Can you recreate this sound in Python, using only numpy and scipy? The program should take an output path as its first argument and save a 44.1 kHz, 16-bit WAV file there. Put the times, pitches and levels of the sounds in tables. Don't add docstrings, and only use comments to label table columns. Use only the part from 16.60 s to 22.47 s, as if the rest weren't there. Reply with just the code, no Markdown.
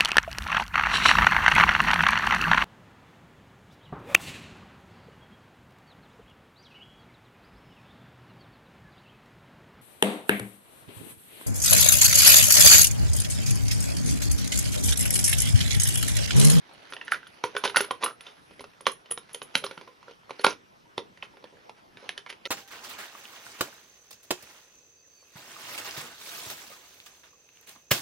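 import sys
import numpy as np
from scipy import signal
from scipy.fft import rfft, irfft, next_fast_len
from scipy.io import wavfile
from scipy.ndimage import uniform_filter1d

SR = 44100
rng = np.random.default_rng(int(sys.argv[2]) if len(sys.argv) > 2 else 0)


def transcribe(u):
    v = np.clip(np.atleast_2d(u).T, -1, 1)
    q = np.round(v * 32767).astype(np.int16)
    wavfile.write(sys.argv[1], SR, q)


def rack_gain(trim_db):
    fader = np.asarray(trim_db, float)
    return 10 ** (fader / 20)


N = 259087


def evened(x):
    return x / np.sqrt(np.mean(x ** 2) + 1e-20)


def peaked(x):
    return x / abs(x).max()


def read(points, hz):
    f, value = np.transpose(points)
    return np.interp(np.log(hz + 1), np.log(f + 1), value)


def causal(gain_db_of, size=4096):
    gain_db = gain_db_of(abs(np.fft.fftfreq(size, 1 / SR)))
    log_gain = np.log(rack_gain(np.maximum(gain_db, -100)))
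    return np.fft.ifft(np.exp(np.conj(signal.hilbert(log_gain)))).real[:size // 2]


def add(mix, s, sound):
    part = mix[round(s * SR):][:len(sound)]
    part += sound[:len(part)]


def ring(modes, t, luck, damping):
    hz, db, t60 = np.transpose(modes)[:, :, None]
    fading = rack_gain(db - 60 * t / (t60 * damping))
    return (luck[:, None] * fading * np.sin(2 * np.pi * hz * t)).sum(0)


def noise(points, same, lead=lambda hz: 0 * hz):
    frames, hz = N // 256 + 5, np.fft.rfftfreq(1024, 1 / SR)
    a, b, c, d, patches = rng.standard_normal((frames, 513, 5)).T
    patches = evened(uniform_filter1d(uniform_filter1d(patches, 14, 0), 10, 1))
    same = np.clip(same(hz), -1, 1)[:, None]
    late = np.exp(-1j * lead(hz))[:, None]
    left, other = a + 1j * b, c + 1j * d
    right = same * late * left + np.sqrt(1 - same ** 2) * other
    z = np.array([left, right]) * rack_gain(read(points, hz)[:, None] + 2.5 * patches)
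    return evened(signal.istft(z, nperseg=1024, noverlap=768)[1][:, :N])


def camera_floor():
    # f/Hz, level/dB per Hz
    colour = [(25, -21), (140, -1), (430, -5), (1000, -3), (2100, -11.5), (4700, -20), (5800, -19),
              (7000, -30), (8600, -29), (9050, -55.5), (9600, -27), (14900, -37.5), (15500, -60.5)]
    # f/Hz, likeness (0 to 1)
    likeness = [(60, 0.3), (400, 0.4), (1200, 0.8), (2600, 0.35), (5600, .7), (9000, 0.45)]
    # f/Hz, lead/radians
    left_lead = [(330, -.2), (560, -3), (2000, -3.2), (2900, -5.3), (3600, -6.1), (15900, -6.2)]
    return rack_gain(-58) * noise(colour, lambda hz: read(likeness, hz), lambda hz: read(left_lead, hz))


def room(x):
    # f/Hz, time to fall by 60 dB/s
    echo_time = [(200, 0.34), (600, 0.13), (1700, 0.18), (4500, 0.16), (10000, 0.18)]
    turn, out = np.cumsum(np.ones(N)) * 2.3 / SR, 0
    for k in range(3):
        taps = np.zeros((3, SR // 2))
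        at = np.arange(120, SR // 2 - 20, 20) + rng.integers(0, 20, (3, (SR // 2 - 121) // 20))
        np.put_along_axis(taps, at, rng.choice([-1., 1.], at.shape), 1)
        hz, t, z = signal.stft(taps[:1] + 0.9 * taps[1:], SR, nperseg=256)
        fading = rack_gain(-60 * t / read(echo_time, hz)[:, None])
        tail = signal.istft(z * fading, SR, nperseg=256)[1]
        tail = tail / np.linalg.norm(tail[0])
        share = np.sqrt(2 / 3) * np.cos(np.pi * (turn + k / 3))
        out = out + signal.fftconvolve((x * share)[None], tail, axes=1)[:, :N]
    return out


def rubbing():
    # t/s, level/dB
    pressure = [(0, -60), (.28, -54), (.7, -62), (1.22, -48), (1.5, -70), (1.75, -62.5), (2.5, -68),
                (3.14, -56), (3.36, -69.5), (3.5, -58.5), (3.62, -73), (3.76, -57), (4.05, -74),
                (4.95, -64), (5.33, -71), (5.46, -54.5), (5.63, -72), (5.87, -63.5)]
    # f/Hz, level/dB
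    rustle_colour = [(100, -24), (300, 2.5), (1000, 1), (3000, -1), (6000, -11.5), (8000, -22)]
    # t at the loudest/s, half length/s, level/dB
    glides = [
        (.4, .1, -73),
        (0.73, 0.054, -61.5),
        (1.14, 0.095, -68),
        (1.908, 0.2, -62.5),
        (2.78, .07, -88),
        (3.083, 0.14, -56),
    ]
    t = np.arange(N) / SR
    level_db = np.interp(t, *np.transpose(pressure))
    glide = sum(rack_gain(db) * np.exp(-((t - s) / half) ** 2) for s, half, db in glides)
    grain = rack_gain(2.0 * evened(uniform_filter1d(rng.standard_normal(N), 150)))
    rustle = noise(rustle_colour, lambda hz: 0.34 + 0 * hz) * grain * rack_gain(level_db)
    fizz = noise([(8000, -23.5), (9000, -9.5), (16000, -2.5)], lambda hz: .6 + 0 * hz)
    skin = rack_gain(-84.5 + .3 * (level_db + 59.0))
    return rustle + fizz * grain * (skin + glide)


def scrapes(rows):
    out = np.zeros(N)
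    for s, half, db, hz in rows:
        t = np.arange(-.15, .15, 1 / SR)
        odds, size, fine = rng.random((3, len(t)))
        slip_now = odds < 4500 / SR
        slips = slip_now * rack_gain(-2.6 * np.log(size + 1e-4)) * np.sign(fine - .5)
        patch = signal.butter(1, [hz * 0.21, hz * 0.81], "band", fs=SR, output="sos")
        rung = evened(signal.sosfilt(patch, slips))
        add(out, s - .15, rack_gain(db) * rung * np.exp(-(t / half) ** 2))
    return out


def thuds():
    # t/s, peak level/dB
    pushes = [(0.838, -44), (1.038, -50), (1.165, -41.5), (1.44, -67.5), (2.007, -43), (2.266, -34.5),
              (2.51, -43), (2.954, -33.5), (3.035, -45), (3.176, -42.5), (3.844, -35.5), (3.866, -35.5),
              (4.375, -50), (5.853, -45.5)]
    # f/Hz, level/dB, time to fall by 60 dB/s
    low_modes = [(55, 3.5, 0.04), (168, 4, 0.046), (248, -2.5, 0.077)]
    t, out = np.arange(5000) / SR, np.zeros(N)
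    for s, db in pushes:
        luck = 1 + 0.37 * rng.standard_normal(len(low_modes))
        push = ring(low_modes, t, luck, 0.63) * (1 - np.exp(-t / 0.0033))
        add(out, s, rack_gain(db) * peaked(push))
    return out


def ticks():
    # t/s, peak level/dB
    rattles = [(.3017, -42), (.3136, -52), (.3331, -39.5), (.5157, -23), (.8385, -31.5), (.9757, -29),
               (1.043, -26), (1.0934, -36), (1.1143, -53.5), (1.17, -13.5), (1.6072, -43), (2.2672, -25),
               (2.83, -38), (2.9527, -24), (2.974, -25.5), (3.041, -27.5), (3.8102, -38), (3.8421, -20)]
    # t/s, peak level/dB
    settling = [(.1336, -45.5), (.4478, -40.5), (.6719, -43), (1.208, -13.5), (1.4405, -11), (2.0053, -40),
                (2.0118, -39), (2.581, -34), (2.7307, -29), (2.7447, -24.5), (2.826, -28.5), (2.9517, -67),
                (3.1108, -45.5), (3.6941, -50.5), (3.7943, -51.5), (4.38, -64), (5.4909, -40),
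                (5.5757, -52), (5.6999, -40), (5.8541, -46)]
    # t/s, peak level/dB
    snicks = [
        (1.1608, -9),
        (1.2466, -29.5),
        (1.3114, -22.5),
        (1.4277, -56),
        (2.2094, -33.5),
        (2.3171, -24),
        (2.331, -32),
        (2.5075, -30),
        (2.5113, -17),
        (2.52, -19),
    ]
    t, out = np.arange(5000) / SR, np.zeros(N)
    parts = [(rattles, 0.075), (settling, 0.044), (snicks, 0.027)]
    for s, db, t60 in sorted((*row, t60) for rows, t60 in parts for row in rows):
        burst = rng.standard_normal(len(t)) * rack_gain(db - 60 * t / np.clip(t60, .005, .2))
        add(out, s - .0007, burst * np.minimum(t / 0.0024, 1))
    return signal.sosfilt(signal.butter(4, 8200, "high", fs=SR, output="sos"), out)


def plates():
    # t/s, peak level/dB, f/Hz
    small_plates = [(0.3233, -38, 2030), (0.336, -30, 3420), (0.522, -29, 800), (0.367, -32.5, 1850),
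                    (0.4131, -28.5, 2710), (0.481, -35, 2900), (0.4805, -29, 1790), (0.522, -12, 1400),
                    (0.5358, -25, 1500), (0.5436, -31, 2020), (0.5455, -25, 1440), (0.6302, -47, 2770),
                    (0.6688, -40.5, 3360), (0.6688, -39.5, 1440), (0.968, -19, 1480), (1.039, -31.5, 5250),
                    (1.0375, -31, 6250), (1.0394, -21, 2850), (1.0533, -29, 5080), (1.054, -28.5, 5460),
                    (1.053, -26.5, 2430), (1.0763, -28, 1550), (1.207, -28, 900), (1.0977, -40, 2100),
                    (1.1471, -31, 2580), (1.1475, -25, 1390), (1.16, -31, 4200), (1.169, -18, 950),
                    (1.168, -14, 1800), (1.169, -12.5, 1400), (1.205, -31, 6080), (1.2447, -35, 1810),
                    (1.2442, -32, 2910), (1.3092, -24.5, 3140), (1.4348, -36, 3850), (1.4352, -24, 3430),
                    (1.445, -29, 3900), (1.438, -20, 1000), (1.4485, -27, 1080), (1.468, -26, 1200),
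                    (1.4815, -31, 1200), (1.487, -31, 1270), (1.503, -36, 1250), (1.51, -35, 1300),
                    (1.4613, -22.5, 2830), (1.4622, -19, 1230), (1.6085, -41, 3390), (1.666, -38, 2760),
                    (1.31, -25, 780), (1.9944, -36.5, 2040), (2.258, -43, 930), (2.2562, -39.5, 3330),
                    (2.2669, -19, 3550), (2.2668, -24.5, 4020), (2.2685, -12.5, 1090),
                    (2.5107, -47, 6200), (2.5763, -34, 3750), (2.746, -41, 2360), (2.7459, -33, 6500),
                   (2.7459, -28, 3195), (3.0415, -29, 1150), (2.8176, -38, 3550), (2.8176, -33, 2990),
                   (2.9531, -24.5, 880), (2.953, -20, 1480), (2.9543, -11.5, 3900), (2.512, -39, 720),
                   (2.9749, -44, 3420), (2.9749, -37, 3800), (3.883, -27, 700), (3.0655, -30, 4050),
                   (3.04, -26, 3230), (3.041, -32, 3930), (3.04, -29, 3650), (3.065, -33.5, 5370),
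                   (2.5765, -40, 730), (3.1109, -40, 2250), (3.1763, -39.5, 1000), (3.7946, -31, 4320),
                   (3.845, -16.5, 2470), (3.846, -20, 3840), (3.845, -11, 888), (3.864, -26, 3380),
                   (3.8652, -25, 4510), (3.8638, -18.5, 3940), (3.906, -38, 4520), (3.9067, -28.5, 6050),
                   (3.907, -33, 5490), (4.3799, -35, 2396), (4.3795, -24.5, 3590), (4.6252, -36.5, 3360),
                   (4.6258, -30.5, 3030), (4.6261, -27, 2590), (4.841, -45, 4370), (4.841, -47, 3380),
                   (5.0947, -39.5, 848), (3.8685, -17, 1400), (5.3713, -43, 1600), (5.3714, -43.5, 3720),
                   (5.4922, -28.5, 1714), (5.4923, -35, 3290), (5.4916, -30, 2230), (5.493, -38, 720),
                   (5.5779, -33, 1730), (5.664, -40, 1770), (5.663, -35, 2210), (5.665, -39, 960),
                   (5.7015, -36, 1940), (5.7012, -41, 2440), (5.7015, -35, 2940), (5.8542, -29.5, 1980),
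                   (5.8545, -29.5, 3670)]
    # t/s, peak level/dB, f/Hz
    snaps = [(.4131, -29, 2300), (.5206, -11, 1800), (.8392, -19, 5700), (.8392, -25, 4010),
             (.8392, -33, 3040), (.8395, -21, 1450), (.855, -40, 5500), (1.1608, -5.5, 1400),
             (1.1692, -10, 2200), (1.208, -18, 1600), (1.3092, -24, 2290), (2.9536, -17, 5680),
             (3.0455, -25, 480), (3.066, -25, 1050), (3.871, -21, 1100), (4.3795, -27, 4410),
             (2.9536, -17, 3830), (3.0425, -30, 3600), (4.6265, -32, 2250), (4.6262, -25, 3050),
             (4.6262, -31, 1920), (5.4925, -32, 1000), (5.4918, -24, 10500), (5.578, -31, 10600),
             (5.8505, -34, 3000), (5.695, -35, 2400), (5.7085, -40, 5000), (5.861, -30, 3600)]
    # t/s, peak level/dB
    tongue = [
        (2.3171, -36),
        (2.331, -40),
        (2.5075, -30),
        (2.5122, -19),
        (2.5208, -21),
        (2.5275, -31),
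        (2.532, -36),
        (2.5365, -48),
    ]
    t, out = np.arange(3000) / SR, np.zeros(N)
    pings = [(*row, 9790) for row in tongue]
    kinds = [(small_plates, .02), (snaps, .008), (pings, .018)]
    for rows, t60 in kinds:
        for s, db, hz in rows:
            pair = ring([(hz, 0, 1), (hz * 1.05, -14, 1.5)], t, np.ones(2), t60 * (2000 / hz) ** .25)
            add(out, s - .0008, rack_gain(db) * pair * np.minimum(t / .001, 1))
    return out


def knocks():
    # f/Hz, level/dB, time to fall by 60 dB/s
    hollow_modes = [(328, -12, .08), (418, -3, .095), (484, -1.5, .095), (540, 0, .06)]
    # f/Hz, level/dB, time to fall by 60 dB/s
    wall_modes = [(720, 12.5, 0.0077), (980, 5.5, 0.041), (1070, -6.5, 0.02), (1390, 1.5, 0.051),
                  (1894, -0.5, 0.05), (2060, -1.5, 0.026), (3040, -2, 0.063), (3510, -9.5, 0.11),
                  (5296, -11, 0.0051), (5806, -7.5, 0.017)]
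    # f/Hz, level/dB
    crack_colour = [(500, -30.5), (1300, -7), (2500, 2.5), (4000, -1), (6500, -11), (10000, -18),
                    (16000, -15)]
    # t/s, peak level/dB, panel f/Hz, hollow shell level against the peak/dB, time to fall by 60 dB/s
    edge_blows = [(0.335, -27.5, 1350, -28, 0.032), (0.5353, -28, 1950, -14, 0.03),
                  (0.5433, -23, 1450, -14, 0.0098), (0.9656, -13, 1000, -16, 0.024),
                  (1.0385, -15.5, 950, -5, 0.074), (1.0533, -18, 954, -6, 0.052),
                  (1.0977, -23.5, 1390, -24, 0.036), (1.16, -11.5, 1420, -17, 0.052),
                  (1.169, -2.5, 1460, -12, 0.017), (1.206, -12, 1400, -4, 0.026),
                  (1.4351, -15, 1010, -9.5, 0.066), (2.2668, -9.5, 2000, -5, 0.031),
                  (2.576, -21, 1016, -9, 0.014), (2.7464, -27.5, 3080, -4.5, 0.041),
                  (2.8176, -23.5, 1070, -6, 0.027), (3.04, -24, 1300, -0.5, 0.038),
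                  (3.707, -24, 970, -4, 0.025), (3.8657, -5.5, 900, -4, 0.025),
                  (4.3795, -16.5, 846, 0, 0.022), (2.9534, -1.5, 3100, -20, 0.0087),
                  (5.4916, -17, 3600, -18, 0.014), (5.5777, -24.5, 3040, -15.5, 0.028),
                  (5.8545, -21.5, 3580, -11, 0.017), (5.86, -26, 2050, -3, 0.051)]
    # (t/s, level/dB, f/Hz, hollow level/dB, fall time/s)
    flat_blows = [(.366, -27, 2790, -20, .038), (0.414, -30.5, 1760, -32, 0.075),
                  (0.4805, -24, 1380, -18, 0.03), (0.5203, -7, 2100, -30, 0.012),
                  (0.8393, -11.5, 900, -5.5, 0.035), (1.0769, -15.5, 3590, -14, 0.021),
                  (1.1453, -27.5, 1036, -13, 0.076), (1.3091, -11.5, 1026, -12, 0.034),
                  (1.461, -17, 1400, -33, 0.03), (2.5106, -25.5, 2900, -1.5, 0.026),
                  (4.629, -23, 952, -12.5, 0.022), (3.065, -24, 3870, -7, 0.02),
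                  (3.7949, -29, 1400, 3, 0.026), (3.846, 0, 1335, -7.5, 0.013),
                  (3.9072, -26, 1335, -8, 0.037)]
    # t/s, peak level/dB, panel f/Hz, hollow shell level/dB
    tape_taps = [(0.3237, -28, 1380, -7.5), (0.473, -35.5, 1920, -26), (0.6702, -38.5, 3340, -35),
                 (1.2438, -29, 1390, -17), (1.426, -22.5, 1100, -10.5), (1.4473, -31.5, 1100, -18),
                 (1.608, -33, 2530, -19), (1.9092, -44, 1080, 0), (1.9944, -34, 1990, 0.5),
                 (2.007, -33.5, 960, -9.5), (2.041, -34.5, 1124, -1.5), (2.2075, -35.5, 1020, -3.5),
                 (2.2562, -34, 3300, -18), (2.4584, -40, 2830, -7), (2.4973, -47, 1150, -5),
                 (2.519, -30, 1150, -14), (3.1111, -29.5, 1360, -1.5), (3.1772, -31, 1350, -9),
                 (3.212, -35.5, 970, 0)]
    # t/s, peak level/dB, panel f/Hz, hollow shell level/dB
    case_taps = [(3.4289, -39, 1040, -26), (3.5111, -38, 910, 0), (3.633, -50, 935, -9.5),
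                 (3.9268, -30, 2380, -1.5), (4.574, -42, 1870, -7.5), (4.77, -39.5, 750, -1.5),
                 (4.826, -45, 1005, 0), (4.841, -34, 880, 3.5), (5.0947, -32.5, 940, -7),
                 (5.3714, -35.5, 2220, -7), (5.663, -31.5, 934, -10), (5.7012, -30, 2950, -9),
                 (5.7264, -31.5, 2060, -7.5)]
    # t/s, peak level/dB, panel f/Hz, hollow shell level/dB
    bumps = [(0.5585, -36, 1900, -9), (0.6306, -38.5, 1500, -21), (0.9334, -56, 520, 5),
             (.951, -29.5, 1530, 4.5), (1.2865, -42, 590, -10), (1.4637, -27, 1130, -31),
             (1.4785, -35, 1200, -20), (1.6674, -31, 3510, -13.5), (2.1345, -48.5, 2640, -9),
             (2.9648, -36, 2980, 0), (2.9738, -36, 3660, -0.5), (3.025, -42.5, 536, 1),
             (3.2763, -34, 988, -8.5), (3.4815, -40, 1385, 2.5), (3.6944, -35, 1126, -4.5),
             (4.2562, -49, 900, -14), (4.3906, -36, 900, 3), (4.738, -48.5, 886, -2),
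             (4.8536, -46, 1715, -13), (4.926, -52, 950, 8), (4.97, -49.5, 1680, 0), (5.427, -45, 530, 0),
             (5.671, -35.5, 2130, -24)]
    t, out = np.arange(5000) / SR, np.zeros(N)
    blows = [(*row, -3) for row in edge_blows] + [(*row, -9.5) for row in flat_blows]
    blows += [(*row, 0.036, -3) for row in tape_taps]
    blows += [(*row, 0.027, -3.5) for row in case_taps]
    blows += [(*row, 0.07, -12) for row in bumps]
    for s, db, hz, hollow_db, t60, crack_db in sorted(blows):
        luck = rng.standard_normal(len(wall_modes + hollow_modes) + 1)
        grit = rng.standard_normal((2, len(t)))
        t60 = np.clip(t60, .006, .2)
        grip = t * (1 + 0.022 * luck[-1])

        swing = [(hz, 0, .35), (hz * 1.04, -9, 1.1), (hz * 1.1, -23, 2.6)]
        panel = ring(swing, t, np.ones(3), t60 * (1200 / hz) ** 0.089)

        near = rack_gain(-7.0 * abs(np.log2(np.transpose(wall_modes)[0] / hz)))
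        wall_luck = (np.sign(luck) + 0.89 * luck)[:len(wall_modes)]
        walls = peaked(ring(wall_modes, grip, near * wall_luck, t60 / 0.044))

        hollow_luck = 1 + luck[len(wall_modes):-1] / 4
        hollow = peaked(ring(hollow_modes, grip, hollow_luck, .8 * t60 / .035))
        hollow *= 1 - np.exp(-t / 0.0017)

        chatter = rack_gain(2.0 * evened(uniform_filter1d(grit[1], 60)) - 6.0 - 60 * t / (1.54 * t60))
        burst = grit[0] * (rack_gain(-60 * t / (0.72 * t60)) + chatter)
        burst[50] += 6 * np.sign(luck[0])
        brighter = (1300 / hz) ** 0.16
        crack_taps = causal(lambda f: read(crack_colour, f * brighter), size=1024)
        crack = peaked(signal.fftconvolve(burst, crack_taps)[:len(t)])

        pitched = np.clip(1 - 0.38 * rack_gain(crack_db), .2, 1)
        blow = pitched * (0.67 * panel + 0.5 * walls) + rack_gain(hollow_db) * hollow + rack_gain(crack_db) * crack
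        lead_in = crack * np.minimum(t / .003, 1)
        add(out, s - .004, rack_gain(db - 22) * lead_in)
        add(out, s - .0005, rack_gain(db) * blow * np.minimum(t / 0.00091, 1) ** 1.52)
    return out


def scene():
    # t at the loudest/s, half length/s, level/dB, upper reference f/Hz (the band
    catches = [(0.518, 0.012, -42.5, 2980), (0.952, 0.0037, -44, 1500), (1.053, 0.01, -26, 2790),
               (1.436, 0.02, -37.5, 1790), (1.674, 0.049, -54.5, 3420), (2.708, 0.028, -57, 3490),
               (2.971, 0.015, -41, 4500), (3.044, 0.0047, -40, 3650), (1.189, .03, -35.5, 2600),
               (3.058, 0.02, -49, 6000), (3.846, 0.0048, -21, 3263), (4.643, 0.015, -51.5, 3600),
               (5.184, 0.016, -61.5, 2400), (5.415, 0.064, -60.5, 2200), (5.701, 0.0096, -43, 3960)]
    # t at the loudest/s, half length/s, level/dB, upper #
    # reference f/Hz (the band runs from 0.21 to 0.81 of it)
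    drags = [(.545, .025, -45, 2600), (.86, 0.019, -46, 6500), (1.08, .025, -42.5, 5000),
             (1.225, 0.029, -43, 5500), (1.49, 0.028, -45.5, 1490), (2.947, .005, -44, 3490),
             (3.81, .018, -47, 4000), (3.89, 0.032, -38.5, 6000), (4.39, 0.013, -47, 5500),
             (5.51, 0.019, -55.5, 5000), (5.59, .015, -53.5, 4000)]
    player = knocks() + thuds() + scrapes(catches) + ticks() + plates()
    return player + rack_gain(-8) * room(player) + rubbing() + scrapes(drags)


def low_pass(x):
    return signal.sosfilt(signal.butter(12, 16340, fs=SR, output="sos"), x)


def record(dry):
    # f/Hz, level/dB
    port = [(30, -22), (120, 1.5), (300, 2.5), (6200, 1.5), (7600, -12.5), (9000, -20), (9450, -8.5),
            (9760, 8), (10050, 6.5), (11500, -11), (13100, -28.5), (13900, -12.5), (14500, -28),
            (16300, -56.5)]
    # f/Hz, level/dB
    left_db = [(60, -0.5), (240, 0.5), (950, -4), (3770, -3), (15000, -2)]
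    # f/Hz, lead/radians
    port_lead = [(0, -0.23), (2150, 0.5), (4220, 0.33), (8700, 0.19), (10100, -0.86), (15900, 0)]
    left = causal(lambda hz: read(port, hz) + read(left_db, hz) / 2)
    right = causal(lambda hz: read(port, hz) - read(left_db, hz) / 2)
    heard = signal.oaconvolve(dry, np.array([left, right]), axes=1)[:, :N]
    size = next_fast_len(N)
    lead = read(port_lead, np.fft.rfftfreq(size, 1 / SR)) * np.array([[.5j], [-.5j]])
    heard = irfft(rfft(heard, size) * np.exp(lead), size)[:, :N]
    heard += camera_floor()
    return low_pass(np.clip(heard, -.96, .96))


dry = scene()
out = record(dry)
transcribe(out)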